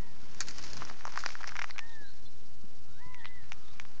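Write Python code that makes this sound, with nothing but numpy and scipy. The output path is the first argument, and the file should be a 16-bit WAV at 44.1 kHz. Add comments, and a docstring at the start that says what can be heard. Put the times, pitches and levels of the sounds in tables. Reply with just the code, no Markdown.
"""In a yard, a snake slides through dry grass, close to a small microphone.
Its body hisses and crackles against the blades while stalks snap and brittle blades crunch.
Later only a few twigs tick, among some soft bumps. Birds call far off, with an echo,
and an insect pulses faintly in the quiet outdoor air."""
import sys
import numpy as np
from scipy import signal
from scipy.io import wavfile
from scipy.ndimage import uniform_filter1d

SR = 44100
rng = np.random.default_rng(int(sys.argv[2]) if len(sys.argv) > 2 else 0)


def generate_wav(sig):
    """Save sig (samples, or channels by samples) to the path in sys.argv[1] as 16-bit PCM at SR."""
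    pcm = np.round(np.clip(np.atleast_2d(sig).T, -1, 1) * 32767).astype(np.int16)
    wavfile.write(sys.argv[1], SR, pcm)


N = 176400
TIME = np.arange(N) / SR


def amp(db):
    """Turns decibels into a number to multiply by."""
    return 10 ** (np.asarray(db) / 20)


def unit(x):
    """Scales a signal to an average power of 1."""
    return x / np.sqrt(np.mean(x ** 2) + 1e-20)


def add(mix, start_s, sound):
    """Mixes a sound in at the given time."""
    part = mix[max(round(start_s * SR), 0):][:len(sound)]
    part += sound[:len(part)]


def level(points):
    """A volume curve through (t/s, level/dB) points."""
    return amp(np.interp(TIME, *np.transpose(points)))


def colour(x, points, size=4096):
    """Shapes the tone along (f/Hz, level/dB) points; white noise keeps its power."""
    hz, db = np.transpose(points)
    bin_hz = abs(np.fft.fftfreq(size, 1 / SR))
    gain = amp(np.interp(np.log(bin_hz + 1), np.log(hz), db))
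    spectrum = np.exp(np.conj(signal.hilbert(np.log(gain))))  # rings after a click, never before
    taps = np.fft.ifft(spectrum).real[:size // 2]
    return signal.fftconvolve(x, taps / np.linalg.norm(taps))[:len(x)]


def wobble(length, size):
    """A smooth random wiggle; a bigger size makes it slower."""
    return unit(uniform_filter1d(uniform_filter1d(rng.standard_normal(length), size), size))


def echo(x, decay_s):
    """Many small reflections blur into a fading tail."""
    t = TIME[:int(8 * decay_s * SR) + 2]
    taps = rng.standard_normal(SR)[:len(t)]
    fade = np.exp(-t / decay_s) * (1 - np.exp(-2 * t / decay_s))
    taps *= fade[:len(taps)]
    return signal.fftconvolve(x, taps / np.linalg.norm(taps))[:len(x)]


def ring(hz, peak_ms, size=3000):
    """A vibration that swells and dies within a few cycles."""
    t = TIME[:size]
    age = t * 1000 / peak_ms
    return age * np.exp(1 - age) * np.sin(2 * np.pi * hz * t)


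def grains(per_s, spread_db):
    """Tiny random taps, a few much stronger than the rest."""
    strength = amp(spread_db * np.minimum(rng.exponential(1, N), 5))
    return unit(strength * rng.choice([-1, 1], N) * (rng.random(N) < per_s / SR))


# Tone of scales sliding on blades, stalks rustling and ground litter scuffing: f/Hz, level/dB
HISS_TONE = [(300, -25), (1500, -7), (3300, -9.5), (4500, -3.5), (5500, -2.5), (6600, -7), (7400, -15.5),
             (8000, -28), (8800, -32.5)]
RUSTLE_TONE = [(200, -10), (500, -8), (900, 0.5), (1500, -0.5), (2400, -4.5), (3300, -9.5), (6000, -17.5),
               (8500, -42)]
SCUFF_TONE = [(30, 2.5), (100, -1), (220, -1.5), (500, -8.5), (1000, -16), (3000, -17), (8000, -47.5)]
# How the same three sounds swell and fade: t/s, level/dB
HISS_LEVEL = [(0, -68), (.25, -63.5), (.4, -58), (.5, -55.5), (.64, -51), (.78, -53), (.88, -56.5),
              (1.0, -61.5), (1.12, -58.5), (1.2, -52), (1.29, -49.5), (1.4, -61), (1.48, -56), (1.54, -62),
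              (1.63, -56.5), (1.72, -64.5), (2.2, -68), (3.4, -69.5), (3.7, -65.5), (4, -68.5)]
RUSTLE_LEVEL = [(0, -70.5), (.3, -63), (.7, -56), (.82, -49.5), (.97, -59), (1.09, -55.5), (1.155, -49),
                (1.22, -56), (1.35, -57), (1.48, -55), (1.64, -59.5), (1.8, -63), (2.2, -92), (2.9, -80.5),
                (3.2, -69.5), (3.48, -70.5), (3.65, -65), (4, -65.5)]
SCUFF_LEVEL = [(0, -60.5), (.4, -58), (.65, -53.5), (.82, -50), (.98, -61), (1.3, -66), (1.8, -72),
               (4, -78.5)]


def slither():
    """The snake's body brushes blades, stirs stalks and drags over the litter on the ground."""
    flicker = wobble(N, size=400)  # hiss and rustle waver together
    hiss = colour(grains(per_s=3500, spread_db=1.5), HISS_TONE) * level(HISS_LEVEL)
    rustle = colour(grains(per_s=1500, spread_db=3.5), RUSTLE_TONE) * level(RUSTLE_LEVEL)
    scuff = colour(rng.standard_normal(N), SCUFF_TONE) * level(SCUFF_LEVEL)
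    return hiss * amp(1.8 * flicker) + rustle * amp(1.9 * flicker) + scuff


# Stalks snapping: t/s, tick level/dB, tick f/Hz, tick rise/ms, crack level/dB, crack f/Hz
STALK_SNAPS = [(0.4053, -35.5, 1500, 0.19, -21, 6900), (.821, -29, 1200, 0.25, -47, 5100),
               (.827, -35, 1300, 0.17, -44, 5200), (0.8512, -40, 1200, 0.25, -36, 5500),
               (0.897, -40, 1500, 0.17, -46, 5000), (0.8994, -33, 1410, 0.19, -43, 4700),
               (.9121, -33.5, 785, 0.15, -50, 4700), (1.009, -41.5, 1600, .3, -48, 4500),
               (1.0531, -28, 1160, 0.35, -37, 5900), (1.07, -36, 1270, .3, -41, 6100),
               (1.078, -30.5, 1070, 0.22, -43, 4700), (1.1219, -45, 1500, 0.32, -41, 5600),
               (1.1588, -33.5, 1380, 0.24, -39.5, 5200), (1.1753, -23.5, 1405, 0.48, -36, 5200),
               (1.2378, -30, 1420, 0.54, -41, 5300), (1.2618, -19.5, 1610, .14, -26, 4850),
               (1.29, -31.5, 1500, 0.13, -38.5, 4500), (1.3047, -31, 2180, 0.089, -45, 5250),
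               (1.3536, -32, 1530, 0.34, -48, 5000), (1.4057, -39, 1090, 0.47, -49, 5000),
               (1.432, -33.5, 1710, .18, -45, 4800), (1.4422, -30, 1600, 0.42, -42, 5100),
               (1.4754, -34.5, 1900, .19, -33, 5500), (1.48, -29.5, 1710, 0.07, -39, 5500),
               (1.492, -35, 2070, .36, -38.5, 5200), (1.5203, -37, 1570, 0.55, -48, 4700),
               (1.5552, -30.5, 1660, .16, -46, 5300), (1.5615, -33.5, 1510, 0.33, -48, 5100),
               (1.5666, -29.5, 2120, .15, -38.5, 5700), (1.591, -27, 1620, 0.095, -43, 5200),
               (1.5923, -24.5, 1700, 0.37, -38.5, 5200), (1.5953, -28.5, 2300, 0.12, -37.5, 5300),
               (1.6174, -23.5, 1750, 0.21, -47, 5000), (1.6217, -31, 2340, 0.18, -35, 5300),
               (1.6428, -24.5, 1640, 0.22, -41.5, 5300), (1.6991, -36, 1470, .15, -65, 4000),
               (1.7084, -37.5, 2050, 0.39, -35.5, 4250), (1.762, -39, 1510, 0.19, -62, 4600),
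               (1.7821, -29.5, 2220, 0.17, -37.5, 6000), (1.7919, -24, 2430, 0.12, -35.5, 5300),
               (3.145, -39.5, 2300, 0.24, -49.5, 6200), (3.2464, -36, 2020, 0.15, -56, 3800),
               (3.256, -29, 2000, 0.12, -57, 3700), (3.441, -48.5, 1940, .18, -62, 3800),
               (3.5203, -27.5, 2180, 0.13, -38.5, 5530), (3.5305, -43, 2700, .12, -44, 5800),
               (3.7986, -29, 2170, 0.15, -39, 5970), (3.852, -38, 1710, 0.094, -67, 4000)]
# Tone laid over all the snaps: f/Hz, level/dB
SNAP_TONE = [(200, -10), (450, -7.5), (750, 1), (1100, 2), (1600, 0), (2400, 2.5), (3300, 0.5), (4600, 3.5),
             (6000, 2), (7300, -3), (8200, -13), (9000, -21.5)]


def snaps():
    """Each stalk gives a woody tick and a bright crack, which bounce around in the litter."""
    out = np.zeros(N)
    for start_s, tick_db, tick_hz, rise_ms, crack_db, crack_hz in STALK_SNAPS:
        tick = ring(tick_hz, rise_ms) + amp(-21.5) * ring(tick_hz, peak_ms=0.39)
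        snap = amp(tick_db) * tick + amp(crack_db) * ring(crack_hz, peak_ms=0.19)
        scatter = amp(-8.5) * echo(snap, decay_s=0.00157)
        linger = amp(-18.5) * echo(snap, decay_s=0.0066)
        add(out, start_s, snap + scatter + linger)
    return colour(out, SNAP_TONE)


# Brittle blades breaking: t/s, level/dB, fade time/ms
BLADE_BREAKS = [(.346, -44.5, 3), (0.4062, -25, 2.3), (0.4103, -36, 12.6), (.47, -44, 6.4),
                (.4845, -30, 2.3), (.489, -48, 29), (0.509, -40, 2), (0.5836, -34.5, 2.1),
                (0.6267, -35.5, 1.3), (0.6383, -42, 5.4), (0.7326, -31, 1.3), (0.7689, -36.5, 1.5),
                (.776, -36.5, 1.4), (.793, -48, 1.4), (1.172, -33.5, .99), (1.19, -37.5, 6.7),
                (1.2042, -40, 2.8), (1.211, -49, 4), (1.472, -41, 3.4), (1.484, -41, 2.8)]
# Tone of the crunch: f/Hz, level/dB
CRUNCH_TONE = [(200, -7), (800, -7), (1500, 6), (2400, 1), (3400, -9), (4300, 4.5), (6800, 2),
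               (7700, -11.5), (8800, -25.5)]


def crunches():
    """Many fibres of a dry blade break at once, in a short burst of noise."""
    force = np.zeros(N)
    for start_s, db, fade_ms in BLADE_BREAKS:
        add(force, start_s, amp(db) * np.exp(-TIME[:4000] * 1000 / fade_ms))
    return colour(force * rng.standard_normal(N), CRUNCH_TONE)


# Soft bumps: t/s, level/dB, upper f/Hz
SOFT_BUMPS = [(2.008, -52.5, 400), (2.634, -48, 185), (3.057, -52, 235), (3.421, -53, 200),
              (3.763, -65, 180)]


def bumps(rise_s=0.0065):
    """Short, dull knocks close by, each a puff of low noise."""
    out = np.zeros(N)
    age = TIME[:SR // 10] / rise_s
    for start_s, db, top_hz in SOFT_BUMPS:
        low_band = signal.butter(2, [70, top_hz], "band", fs=SR, output="sos")
        thud = unit(signal.sosfilt(low_band, rng.standard_normal(len(age))))
        add(out, start_s, amp(db) * age * np.exp(1 - age) * thud)
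    return out


# Far bird wails, one list of points per call: t/s, f/Hz, note level/dB, octave level/dB
WAIL_CURVES = [
    [(0, 978, -72.5, -64.5), (.07, 937, -63.5, -68), (.13, 907, -78, -69), (.2, 823, -95, -78)],
    [(1.74, 726, -92, -60), (1.8, 887, -66.5, -54), (1.86, 921, -66, -55), (1.92, 921, -64.5, -59),
     (2.026, 839, -81, -54.5), (2.11, 749, -86, -67), (2.14, 710, -88, -93)],
    [(2.86, 641, -81, -76), (2.93, 704, -90, -70.5), (2.98, 786, -76, -65), (3.025, 987, -59, -57),
     (3.09, 1016, -57, -65.5), (3.17, 992, -61.5, -59.5), (3.215, 906, -62.5, -56.5),
     (3.27, 876, -69.5, -61.5), (3.33, 830, -83, -76)],
    [(3.19, 940, -93, -60), (3.225, 977, -80, -60), (3.29, 1017, -92, -59.5), (3.37, 991, -86, -57),
     (3.41, 914, -88, -62), (3.47, 870, -87, -69), (3.5, 858, -91, -82)],
    [(3.53, 1189, -67, -72), (3.6, 1259, -71, -92), (3.8, 1197, -69, -71)],
]


def bird_wails():
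    """A bird's note bends in pitch, with a strong second tone an octave above it."""
    out = np.zeros(N)
    for call in WAIL_CURVES:
        times, *columns = np.transpose(call)
        t = np.arange(times[0], times[-1], 1 / SR)
        hz, note_db, octave_db = (np.interp(t, times, column) for column in columns)
        hz *= 1 + 0.0052 * wobble(len(t), size=150)
        phase = 2 * np.pi * np.cumsum(hz) / SR
        octave_db += 1.5 * wobble(len(t), size=700)
        tone = amp(note_db) * np.sin(phase) + amp(octave_db) * np.sin(2 * phase)
        rasp = 1 + 0.098 * wobble(len(t), size=100)
        add(out, times[0], np.sqrt(2) * tone * rasp * signal.windows.tukey(len(t), 0.06))
    return out


# Small birds' chirps: t/s, length/s, start f/Hz, end f/Hz, level/dB, roughness (0 is pure)
CHIRP_NOTES = [(1.731, 0.041, 4400, 3800, -63, 0.2), (1.852, 0.13, 3880, 3500, -66, 0.82),
               (2.023, 0.1, 3750, 4410, -62.5, 0.33), (2.062, 0.086, 4000, 4280, -67, 0.74),
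               (2.245, 0.047, 4200, 4000, -61, 0.23), (2.253, 0.023, 3450, 3500, -59.5, 0.14),
               (2.88, 0.13, 3820, 3790, -70, 0.26), (3.185, 0.047, 3800, 3080, -64.5, 0.9),
               (3.26, 0.031, 4240, 3190, -60.5, 0.5), (3.246, 0.03, 4320, 3670, -59, 0.27),
               (3.252, 0.032, 3500, 2670, -60, 0.7), (3.395, .11, 4130, 4000, -73.5, 0),
               (3.6, 0.17, 3210, 4040, -69, 1.07)]


def bird_chirps():
    """Thin, sliding whistles, made rough by a quick shake in pitch and loudness."""
    out = np.zeros(N)
    for start_s, length_s, start_hz, end_hz, db, rough in CHIRP_NOTES:
        progress = np.linspace(0, 1, int(length_s * SR))
        hz = start_hz + (end_hz - start_hz) * progress
        hz *= 1 + rough * 0.055 * wobble(len(hz), size=60)
        rasp = 1 + rough * wobble(len(hz), size=50)
        tone = np.sqrt(2) * np.sin(2 * np.pi * np.cumsum(hz) / SR)
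        add(out, start_s, amp(db) * np.sin(np.pi * progress) * rasp * tone)
    return out + 0


# Tone of a far insect's buzz: f/Hz, level/dB
INSECT_TONE = [(2500, -36), (3700, -4), (4500, 5), (5500, -1), (6500, -1.5), (7200, -7), (7900, -23.5),
               (9000, -38.5)]


def insect(period_s=0.0744, peak_s=2.691):
    """An insect buzzes in soft, noisy strokes that repeat evenly."""
    strokes = np.cos(np.pi * (TIME - peak_s) / period_s) ** 2
    return amp(-67.5) * strokes * colour(rng.standard_normal(N), INSECT_TONE)


# Tone of the outdoor air: f/Hz, level/dB
AIR_TONE = [(20, -0.5), (60, 2.5), (110, -0.5), (200, -8), (450, -13.5), (1000, -17), (2000, -24),
            (3200, -23), (4500, -26.5), (6500, -33.5), (7300, -35.5), (7900, -46), (9000, -61.5)]


def air():
    """Quiet outdoor rumble and hiss, slightly uneven."""
    return amp(-58 + 0.38 * wobble(N, size=1500)) * colour(rng.standard_normal(N), AIR_TONE)


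def scene():
    """The snake in the grass, the birds echoed by the yard, the insect and the air, in one channel."""
    close_sounds = snaps() + crunches() + slither() + bumps()
    birds = bird_wails() + bird_chirps()
    yard_echo = amp(-14) * echo(birds, decay_s=0.13)
    return (close_sounds + birds + yard_echo + insect() + air())[None]


def record(dry, top_hz=8800, offset=-0.069):
    """The recorder cuts off the highest treble and shifts the whole wave slightly below zero."""
    treble_cut = signal.firwin(301, top_hz, window=("kaiser", 9), fs=SR)
    return signal.oaconvolve(dry, treble_cut[None], "same") + offset


dry = scene()
out = record(dry)
generate_wav(out)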